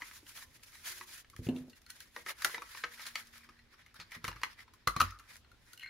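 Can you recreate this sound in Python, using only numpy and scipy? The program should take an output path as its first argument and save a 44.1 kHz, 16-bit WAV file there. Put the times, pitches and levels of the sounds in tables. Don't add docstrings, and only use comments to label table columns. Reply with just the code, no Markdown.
import sys
import numpy as np
from scipy import signal
from scipy.fft import rfft, irfft, next_fast_len
from scipy.io import wavfile
from scipy.ndimage import uniform_filter1d, map_coordinates

SR = 44100
rng = np.random.default_rng(int(sys.argv[2]) if len(sys.argv) > 2 else 0)


def ratio(d):
    e = np.asarray(d, float) / 20
    return 10 ** e


def persist_wave(psi):
    counts = np.round(np.clip(psi, -1, 1) * 32767).astype(np.int16)
    wavfile.write(sys.argv[1], SR, np.atleast_2d(counts).T)


N = 259749
T = np.arange(SR // 4) / SR
CLOCK = np.arange(N) / SR


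def unit(x):
    return x / np.sqrt(np.mean(x ** 2) + 1e-20)


def peak_one(x):
    return x / np.abs(x).max()


def along(points, hz):
    f, v = np.transpose(points)
    return np.interp(np.log(hz + 1), np.log(f + 1), v)


def curve(rows):
    s, v = np.transpose(rows)
    return np.interp(CLOCK, s, v)


def wobble(rate_hz):
    knots = rng.standard_normal(int(N * rate_hz / SR) + 4)
    return map_coordinates(knots, [np.arange(N) * rate_hz / SR])


def filtered(x, response):
    n = x.shape[-1]
    m = next_fast_len(n + 4096)
    return irfft(rfft(x, m) * response(np.fft.rfftfreq(m, 1 / SR)), m)[..., :n]


# (frequency [Hz], correlation [0-1])
LIKENESS = [(100, 0.87), (500, 0.27), (1500, 0.49), (4000, 0.093), (9000, 0.052), (15000, 0)]


def rush(spectrum, grain=1, patchy_db=0):
    def mid_side(hz):
        turn = np.arccos(np.clip(along(LIKENESS, hz), -1, 1)) / 2
        return ratio(along(spectrum, hz)) * [np.cos(turn), np.sin(turn)]

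    z = signal.stft(grain * rng.standard_normal((2, N)), nperseg=256)[2]
    field = uniform_filter1d(rng.standard_normal(z.shape[1:]), size=3, axis=0)
    field = uniform_filter1d(field, size=10, axis=1)
    pair = signal.istft(z * ratio(patchy_db * unit(field)), nperseg=256)[1][:, :N]
    mid, side = filtered(pair, mid_side)
    return unit(np.array([mid + side, mid - side]))


def resonant(peaks):
    def response(f):
        return sum((-1) ** k * ratio(db) * 1j * f * width / (hz * hz - f * f + 1j * f * width)
                   for k, (hz, width, db) in enumerate(peaks))
    return response


def ring(modes, scatter_db, attack_s, detune=0):
    tones = 0
    for hz, db, t60 in modes:
        strength, shift = rng.standard_normal(2)
        decay = ratio(db + scatter_db * strength - 60 * T / t60)
        tones = tones + decay * np.sin(2 * np.pi * hz * (1 + detune * shift) * T)
    return tones * (1 - np.exp(-T / attack_s)) * np.cos(np.pi / 2 * T / T[-1])


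def add(out, s, db, sound):
    at = round(s * SR)
    out[..., at:at + len(T)] += ratio(db) * peak_one(sound)


# (frequency [Hz], density [dB per Hz])
AIR = [(12, -33.5), (20, 11.5), (91, 4.5), (182, -8), (241, -8), (293, -7), (678, -15), (1960, -17.5),
       (2670, -17), (3630, -16.5), (6360, -25), (8410, -31), (9670, -32.5), (15800, -35.5), (16050, -61)]


def background():
    pitch_hz = 236.6 + 1.51 * wobble(2.4)
    load = np.clip(np.minimum((CLOCK - 3.1) / 0.36 + 1, (3.75 - CLOCK) / 0.088), 0, 1)
    hum_db = -80.5 + 9.5 * load + 1.8 * wobble(18) + 1.3 * (1 - load) * wobble(0.98)
    hum = ratio(hum_db) * np.sin(2 * np.pi * np.cumsum(pitch_hz) / SR)
    return ratio(-66 + 0.66 * wobble(2.4)) * rush(AIR, ratio(0.73 * wobble(8.2)), patchy_db=1.4) + hum


# (time [s], pressure [dB])
REST = [(0, -67), (.45, -72.5), (.56, -76.5), (1, -62), (1.23, -83.5), (1.55, -71), (1.84, -78.5),
        (1.95, -67), (2.1, -71.5), (2.6, -60.5), (3.1, -60), (3.55, -71.5), (4.35, -67), (4.7, -73.5),
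        (5.07, -69), (5.44, -87), (5.64, -71.5), (5.89, -76)]
# (middle [s], level [dB], half length [s])
STROKES = [(0.005, -64, 0.0078), (0.062, -59, 0.032), (0.153, -57, 0.028), (0.286, -59, 0.017),
           (0.325, -60.5, 0.018), (0.382, -53.5, 0.026), (0.422, -59.5, 0.018), (0.556, -66.5, 0.016),
           (0.64, -62.5, 0.0085), (0.687, -62, 0.021), (0.751, -61.5, 0.016), (0.798, -61.5, 0.034),
           (0.891, -43, 0.028), (0.968, -56.5, 0.037), (1.036, -58.5, 0.01), (1.095, -59.5, 0.026),
           (1.138, -54.5, 0.018), (1.19, -57, 0.022), (1.39, -65.5, .012), (1.453, -58.5, 0.02),
           (1.576, -63.5, 0.025), (1.771, -66, 0.014), (1.904, -61.5, 0.011), (1.968, -60.5, .012),
           (2.02, -63, 0.03),
           (2.188, -56, 0.028), (2.296, -46, 0.02), (2.42, -51.5, 0.028), (2.455, -48, 0.025),
          (2.52, -50, 0.019), (2.551, -49.5, 0.019), (2.698, -59, 0.021), (2.768, -52, 0.047),
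          (2.846, -67, 0.014), (2.933, -54.5, 0.018), (3.013, -51, 0.027), (3.073, -46.5, 0.016),
          (3.11, -57, 0.011), (3.19, -49.5, 0.024), (3.356, -56, 0.023), (3.422, -62, 0.039),
          (3.736, -60, 0.016), (3.802, -62, 0.023), (3.963, -55, 0.01), (4.013, -53, 0.018),
          (4.144, -53, 0.027), (4.274, -53, 0.027), (4.443, -59.5, 0.075), (4.522, -55.5, 0.015),
          (4.606, -56.5, 0.026), (5.038, -52.5, 0.069), (5.146, -70, 0.052), (5.26, -65, .028),
          (5.327, -56.5, 0.033), (5.71, -66.5, 0.031)]
# (time [s], firmness [0-1])
CLAMP = [
    (0, 0),
    (.15, 0),
    (1.2, 0),
    (2.2, 0.25),
    (3.3, 0.38),
    (3.75, 0.84),
    (4.3, .7),
    (5.1, 0.87),
    (5.35, 0.4),
    (5.89, 0.18),
]
# (frequency [Hz], density [dB per Hz])
BODY = [(290, -52.5), (500, -15.5), (770, -17.5), (999, -7), (1200, -7.5), (1790, 0.5), (2460, -3.5),
        (2780, -12.5), (3100, -9), (5500, -10.5), (7150, -49), (12100, -120)]
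# (frequency [Hz], density [dB per Hz])
HISS = [(1200, -73), (2470, -5.5), (4200, -4), (5400, -3.5), (6300, -3), (7400, -4.5), (8360, -13),
        (9350, -2.5), (11800, -5.5), (15750, -11), (16050, -43.5), (17000, -48)]


def rubbing():
    rest_power = ratio(curve(REST)) ** 2
    stroke_power = np.zeros(N)
    for s, db, half_s in STROKES:
        near = slice(max(round((s - 4 * half_s) * SR), 0), round((s + 4 * half_s) * SR))
        stroke_power[near] += ratio(db) ** 2 * np.exp(-np.abs((CLOCK[near] - s) / half_s) ** 2.37)
    clamp = curve(CLAMP)
    rest_muffle, stroke_muffle = ratio(-18.5 * clamp), ratio(-16.5 * clamp)
    hiss = ratio(3) * np.sqrt(rest_power * rest_muffle ** 2 + stroke_power * stroke_muffle ** 2)
    catches = uniform_filter1d(rng.exponential(1, N) ** 4, size=40)
    grain = ratio(1.5 * wobble(40) + 1.0 * wobble(160)) * (1 + 0.13 * unit(catches))
    body = np.sqrt(rest_power + stroke_power) * rush(BODY, grain, patchy_db=2.5)
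    return body + hiss * rush(HISS, grain, patchy_db=1.35)


# (time [s], peak [dB], centre [Hz], t60 [s])
THUDS = [(0.003, -49, 810, 0.023), (0.02, -55, 300, 0.072), (0.229, -59, 805, 0.018),
         (1.391, -54, 200, .06), (1.42, -55, 259, .08), (1.468, -37, 400, 0.046), (1.487, -42, 546, 0.089),
         (1.511, -55, 600, .08), (1.59, -58, 298, 0.089), (1.682, -54.5, 500, 0.034),
         (2.3, -48.5, 493, 0.082), (2.447, -37, 760, 0.15), (2.62, -48.5, 550, 0.065),
         (3.156, -58, 596, .05), (4.243, -43.5, 550, 0.049), (4.28, -45, 545, 0.079),
         (4.873, -33.5, 592, 0.092), (4.964, -41.5, 600, .05), (5.002, -39, 597, .06),
         (5.014, -36, 597, 0.09)]


def thuds():
    out = np.zeros((2, N + SR))
    for s, db, hz, t60 in THUDS:
        envelope = ratio(-60 * T / t60) * (1 - np.exp(-T / 0.00071))
        burst = envelope * rng.standard_normal((2, len(T)))
        left, other = filtered(burst, lambda f: resonant([(hz, .9 * hz, 0)])(f) ** 2)
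        add(out, s, db, np.array([left + 0.36 * other, 0.68 * (left - 0.73 * other)]))
    return out[:, :N]


# (frequency [Hz], width [Hz], level [dB])
PAPER = [(546, 410, -13.5), (917, 330, -5.5), (1300, 79, 2.5), (2350, 750, -3), (2870, 253, -2.5),
         (4600, 1460, -11.5), (5900, 1100, -10.5)]


def contacts(rows, modes, own_width, note_db, paper_db, modes_db, attack_s, lean_db, detune, scatter_db):
    out = np.zeros((2, N + SR))
    for s, db, hz, treble_db, t60 in rows:
        decay = ratio(-60 * T / np.clip(t60, .004, .2)) + 0.32 * ratio(-60 * T / 0.0072)
        burst = decay * (1 - np.exp(-T / attack_s)) ** 2 * rng.standard_normal((3, len(T)))

        def struck(f):
            own = resonant([(hz, own_width * hz, 0)])(f)
            return (own + ratio(paper_db) * resonant(PAPER)(f)) / (1 + 1j * f / 6000)

        body = peak_one(filtered(burst[0], struck))
        body = body + ratio(modes_db) * ring(modes, scatter_db, attack_s, detune)
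        body = body + ratio(note_db) * ring([(hz, 0, 1.44 * t60)], 0, 0.0021)
        spit = peak_one(filtered(burst[1:] + 0.099 * burst[0], lambda f: ratio(along(HISS, f))))
        lean = ratio([[lean_db / 2], [-lean_db / 2]])
        add(out, s, db, body * lean + ratio(treble_db + 7) * spit)
    return out[:, :N]


# (time [s], peak [dB], ring [Hz], treble [dB])
CRACKLES = [(0.011, -41.5, 1140, -23), (0.02, -39, 990, -30), (0.029, -46, 950, -25),
            (0.059, -48, 990, -20), (0.112, -51, 1000, -20), (0.112, -48, 2450, -20),
            (0.265, -46, 3050, -12), (0.305, -52, 1550, -20), (0.36, -47, 1100, -15), (0.37, -45, 1970, -8),
            (0.381, -47, 2000, -10), (0.42, -43.5, 1750, -15), (0.425, -43.5, 1040, -25),
            (0.594, -57, 1920, -13), (0.728, -50, 1960, -15), (0.856, -48, 2030, -4),
            (1.124, -48, 3080, -6), (1.18, -47, 1570, -12), (2.285, -35, 2100, -12),
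            (2.293, -36, 1300, -15), (2.377, -53, 1970, -10), (2.395, -48, 2640, -4),
            (2.422, -30, 4600, -12), (2.495, -36.5, 1200, -15), (2.668, -49, 1900, -12),
            (2.772, -38, 1700, -25), (2.982, -47, 2090, -9), (3.006, -39.5, 1850, -20),
            (3.18, -40, 1700, -15), (3.337, -49, 1190, -15), (3.356, -43, 2060, -7),
            (3.407, -53, 1140, -12), (3.494, -48, 1300, -13), (4.11, -47, 2100, -3),
            (4.249, -28, 2040, -12), (4.269, -41, 4100, 2), (4.285, -35, 4060, -5), (4.679, -51, 990, -24)]
# (time [s], peak [dB], ring [Hz], treble [dB], burst t60 [s])
KNOCKS = [(0.019, -30, 2070, -54, 0.032), (2.163, -29.5, 1840, -14, 0.003), (2.164, -35, 1170, -32, 0.025),
          (2.262, -32.5, 1760, -18, 0.046), (2.446, -11.5, 1400, -5, 0.026),
          (2.544, -27.5, 2000, -34, 0.039), (2.58, -31.5, 930, -34, 0.0098),
          (2.619, -31.5, 1170, -16, 0.033), (2.837, -23.5, 1560, -41, 0.05),
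          (3.065, -33.5, 4200, -9, 0.048), (3.155, -23, 2226, -14.5, 0.021), (4.242, -26, 1210, -9, 0.036),
          (4.279, -25, 1160, -12.5, 0.03), (4.433, -20, 2250, -17.5, 0.017), (4.434, -25, 830, -19, 0.014)]
# (time [s], peak [dB], ring [Hz], treble [dB])
FLICKS = [(0.111, -43, 1730, -21), (0.267, -48.5, 1560, -15), (0.374, -39.5, 3430, -17),
          (0.633, -42.5, 2550, 0.5), (0.753, -42.5, 1920, -9), (1.01, -36, 1150, -32),
          (1.245, -50, 1870, -26), (1.299, -46, 2280, 2), (1.335, -55, 1180, -30), (1.363, -39.5, 1840, -6),
          (1.467, -40, 2780, -25), (2.304, -33.5, 2180, -19), (2.42, -29, 1870, -5.5),
          (1.817, -51, 1840, 4), (2.748, -36, 1110, -24), (3.198, -38.5, 2410, 3), (3.379, -43.5, 1180, 7),
          (4.314, -37.5, 885, -40), (4.328, -38.5, 1580, -22), (4.415, -40.5, 1000, -13),
          (4.59, -42, 1930, -28), (5.107, -42.5, 1380, 7), (5.188, -46.5, 4200, -5),
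          (5.366, -41.5, 1920, 23)]
# (time [s], peak [dB], ring [Hz], treble [dB])
CREAKS = [(1.487, -36.5, 2860, -12.5), (1.562, -42, 3440, -19), (1.697, -46.5, 4500, -3.5),
          (2.993, -37.5, 1810, -20), (3.27, -46.5, 5000, -1), (3.489, -46, 1180, -23),
          (3.737, -53, 1210, -19), (3.862, -47.5, 2100, -13), (3.942, -48, 1250, -6),
          (3.999, -37, 4300, -26), (4.013, -43, 4300, -35), (4.118, -36.5, 2040, -13),
          (4.148, -35.5, 1900, -13), (4.36, -44, 1240, -14), (4.736, -48.5, 1140, -5),
          (5.195, -44.5, 1180, -12)]
# (frequency [Hz], level [dB], t60 [s])
LOOSE = [(1536, -7, 0.064), (1920, -5.5, 0.086), (2181, -7, 0.05), (2738, -8, 0.037), (4200, -1.5, 0.036),
         (6750, -26, 0.018)]


def ticks():
    rows = KNOCKS + [(*row, 0.02) for row in FLICKS]
    rows = rows + [(*row, 0.048) for row in CREAKS] + [(*row, 0.017) for row in CRACKLES]
    return contacts(rows, LOOSE, own_width=0.14, note_db=-24, paper_db=-8.5, modes_db=-16.5,
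                    attack_s=0.00039, lean_db=1.4, detune=0.0794, scatter_db=5.5)


# (time [s], peak [dB], main note [Hz])
TAPS = [(0.229, -55.5, 297), (1.608, -44, 147), (1.679, -50.5, 239), (2.163, -47.5, 480),
        (2.262, -51.5, 380), (2.445, -45.5, 359), (2.54, -47, 465), (2.578, -51, 485), (2.838, -44.5, 482),
        (3.488, -58.5, 278), (4.359, -49.5, 109)]
# (time [s], peak [dB], main note [Hz])
BUMPS = [(1.354, -54, 103), (1.392, -32, 102), (1.419, -39, 82), (1.467, -30, 122), (1.487, -23, 254),
         (1.509, -37, 213.3), (1.528, -40.5, 227.5), (1.558, -40.5, 227), (3.993, -49, 100),
         (4.166, -44.5, 113), (4.241, -38.5, 113), (4.28, -37.5, 110.4), (4.872, -32, 119),
         (4.964, -32, 125), (5.003, -34.5, 93), (5.017, -31.5, 98)]
# (time [s], peak [dB], note [Hz], t60 [s])
SWAYS = [
    (0.902, -68.5, 366, 0.33),
    (1.002, -64.5, 361, 0.23),
    (1.102, -75, 354, 0.21),
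    (4.271, -52, 50, 0.94),
    (4.88, -44.5, 50, 0.41),
    (5.03, -39.5, 93, 0.27),
    (5.031, -46.5, 51.6, 0.58),
]
# (frequency [Hz], level [dB], t60 [s])
DESK = [(50, -24, 0.35), (98.6, -10.5, 0.44), (165.4, -8, 0.28), (236, -1, 0.15), (331.4, -1, 0.15),
        (458, -6.5, 0.16), (704, -24.5, 0.12), (850, -41, 0.074)]


def desk():
    out = np.zeros(N + SR)
    pushes = []
    for s, db, hz in BUMPS:
        t60 = 0.22 * np.exp(-0.3 * (-27 - db))
        pushes.append((s, db, hz, min(t60, 0.5)))
    for s, db, hz, t60 in pushes + [(*row, 0.18) for row in TAPS] + SWAYS:
        reach = [(f, level - 6 * abs(np.log2(f / hz)), life) for f, level, life in DESK]
        noise = ratio(-60 * T / t60) * rng.standard_normal(len(T))
        thud = peak_one(filtered(noise, lambda f: resonant([(1.3 * hz, 1.2 * hz, 0)])(f) ** 2))
        spot = ring([(hz, 0, 1.18 * t60), (1.096 * hz, 3, .035), (2.8 * hz, -12, .04)], 0, 0.00096)
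        tone = spot + ratio(-3.0) * ring(reach, 4.4, 0.0023, detune=0.038)
        add(out, s, db, tone + ratio(-12.0 + 9.7 * np.log2(hz / 200)) * thud)
    return out[:N]


def stand():
    out = np.zeros(N + SR)
    for s, db, hz, t60 in SWAYS:
        add(out, s, db, ring([(hz, 0, t60)], 0, 0.0051))
    return out[:N]


# (time [s], level [dB], note [Hz], t60 [s])
HOLLOW = [
    (1.332, -49.5, 1180, 0.041),
    (4.88, -46.5, 1210, 0.39),
    (5.02, -53, 1224, 0.76),
    (5.1, -57, 1290, 0.48),
]


def hollow():
    out = np.zeros(N)
    for s, db, hz, t60 in HOLLOW:
        since = np.clip(CLOCK - s, 0, None)
        narrow = filtered(rng.standard_normal(N), lambda f: resonant([(hz, 200, 0)])(f) ** 2)
        rough = unit(narrow) * ratio(3 * wobble(70))
        out += ratio(db - 60 * since / t60) * (1 - np.exp(-since / .002)) * rough
    return out * ratio([[.8], [-.8]])


# (time [s], peak [dB], ring [Hz], treble [dB])
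RATTLE = [(1.488, -43, 2740, -20), (1.73, -52, 2770, -17), (1.732, -55, 4200, -14), (3.59, -51, 1940, -16),
          (5.108, -49, 6300, -15), (5.197, -57, 6400, -21), (1.863, -46.5, 4200, -2),
          (1.863, -54, 1400, -10), (1.899, -41.5, 1490, -7), (1.902, -34, 4240, 5), (2.003, -37, 4040, 6),
          (2.004, -44.5, 1600, 1), (5.446, -52, 1380, -30), (5.515, -51, 1400, -10),
          (5.732, -39.5, 1450, 5), (5.775, -41, 2910, -2)]
# (time [s], peak [dB])
SHIVER = [(5.795, -39.5), (5.808, -46), (5.817, -41), (5.827, -41), (5.832, -35.5), (5.843, -39),
          (5.859, -36), (5.864, -45.5), (5.871, -44.5), (5.875, -43), (5.885, -46)]


def rattle():
    fall_s, edge_hz, flat_hz, dulls_db_per_s = 5.823, 2840, 2143, 264
    shiver = []
    for s, db in SHIVER:
        treble_db = -10.5 - dulls_db_per_s * (s - SHIVER[0][0])
        shiver.append((s, db, flat_hz if s > fall_s else edge_hz, treble_db))
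    return contacts([(*row, 0.021) for row in RATTLE + shiver], LOOSE, own_width=0.029, note_db=-6.5,
                    paper_db=-59.0, modes_db=-6, attack_s=0.00074, lean_db=2.4, detune=0.0063, scatter_db=4)


# (time [s], peak [dB], ring [Hz], treble [dB], burst t60 [s])
SNAPS = [(4.872, -22.5, 4150, -11, .014), (4.873, -14.5, 1180, -14, 0.025), (4.875, -18.5, 2035, -5, .018),
         (4.881, -26, 1300, -25, 0.02), (4.896, -35.5, 1250, -21, .04), (4.963, -22, 1150, -13, 0.02),
         (4.965, -36.5, 4150, -11.5, .03), (4.967, -40.5, 2250, -7, .03), (5.0, -27, 6000, -1.5, 0.015),
         (5.001, -20.5, 1370, -10.5, .015), (5.0035, -11.5, 1300, -16.5, 0.031),
         (5.004, -23.5, 2600, -9.5, .015), (5.005, -25, 4150, -7.5, .016), (5.0135, -13.5, 1199, -9, 0.018),
         (5.014, -28.5, 2600, -9, .02), (5.015, -27.5, 3900, -10, .02), (5.025, -32, 1196, -13, .03)]
# (frequency [Hz], level [dB], t60 [s])
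SHELL = [(922, -16, 0.08), (1180, -17, 0.15), (1303, -16, 0.08), (1233, -15.5, 0.06), (1650, -13, 0.06),
         (2035, -8.5, 0.06), (2600, -9, .04), (3100, -5, 0.049), (4150, -2.5, 0.079), (4900, -2.5, .05),
         (6050, -9, 0.043)]


def snap():
    return contacts(SNAPS, SHELL, own_width=0.12, note_db=5, paper_db=-14.5, modes_db=-22.0,
                    attack_s=0.00071, lean_db=1.9, detune=0.04, scatter_db=3.5)


# (frequency [Hz], t60 [s])
ROOM = [(300, 0.3), (1300, 0.16), (4000, 0.16), (12000, 0.16)]


def room(x):
    out = np.zeros((2, N + SR))
    hop = SR // 3
    for at in range(0, N, hop):
        hz, t, z = signal.stft(rng.standard_normal((2, SR // 2)), SR, nperseg=256)
        tail = signal.istft(z * ratio(-60 * t / along(ROOM, hz)[:, None]), SR, nperseg=256)[1]
        wet = signal.fftconvolve(x[:, at:at + hop], tail / np.linalg.norm(tail[0]), axes=1)
        out[:, at + 200:at + 200 + wet.shape[1]] += wet
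    return out[:, :N]


def scene():
    near = ticks() + rattle()
    snaps = snap()
    boom = desk() + stand()
    answer = room(ratio(-6.5) * near + ratio(-7.5) * snaps + ratio(-20) * boom)
    return background() + rubbing() + thuds() + near + boom + hollow() + snaps + answer


def band_limit(x):
    return signal.sosfilt(signal.butter(12, 16990, fs=SR, output="sos"), x)


def record(dry):
    def band(f):
        return (1j * f / (1j * f + 35)) ** 2 / (1 + (f / 16100) ** 60)
    return band_limit(filtered(dry, band))


dry = scene()
out = record(dry)
persist_wave(out)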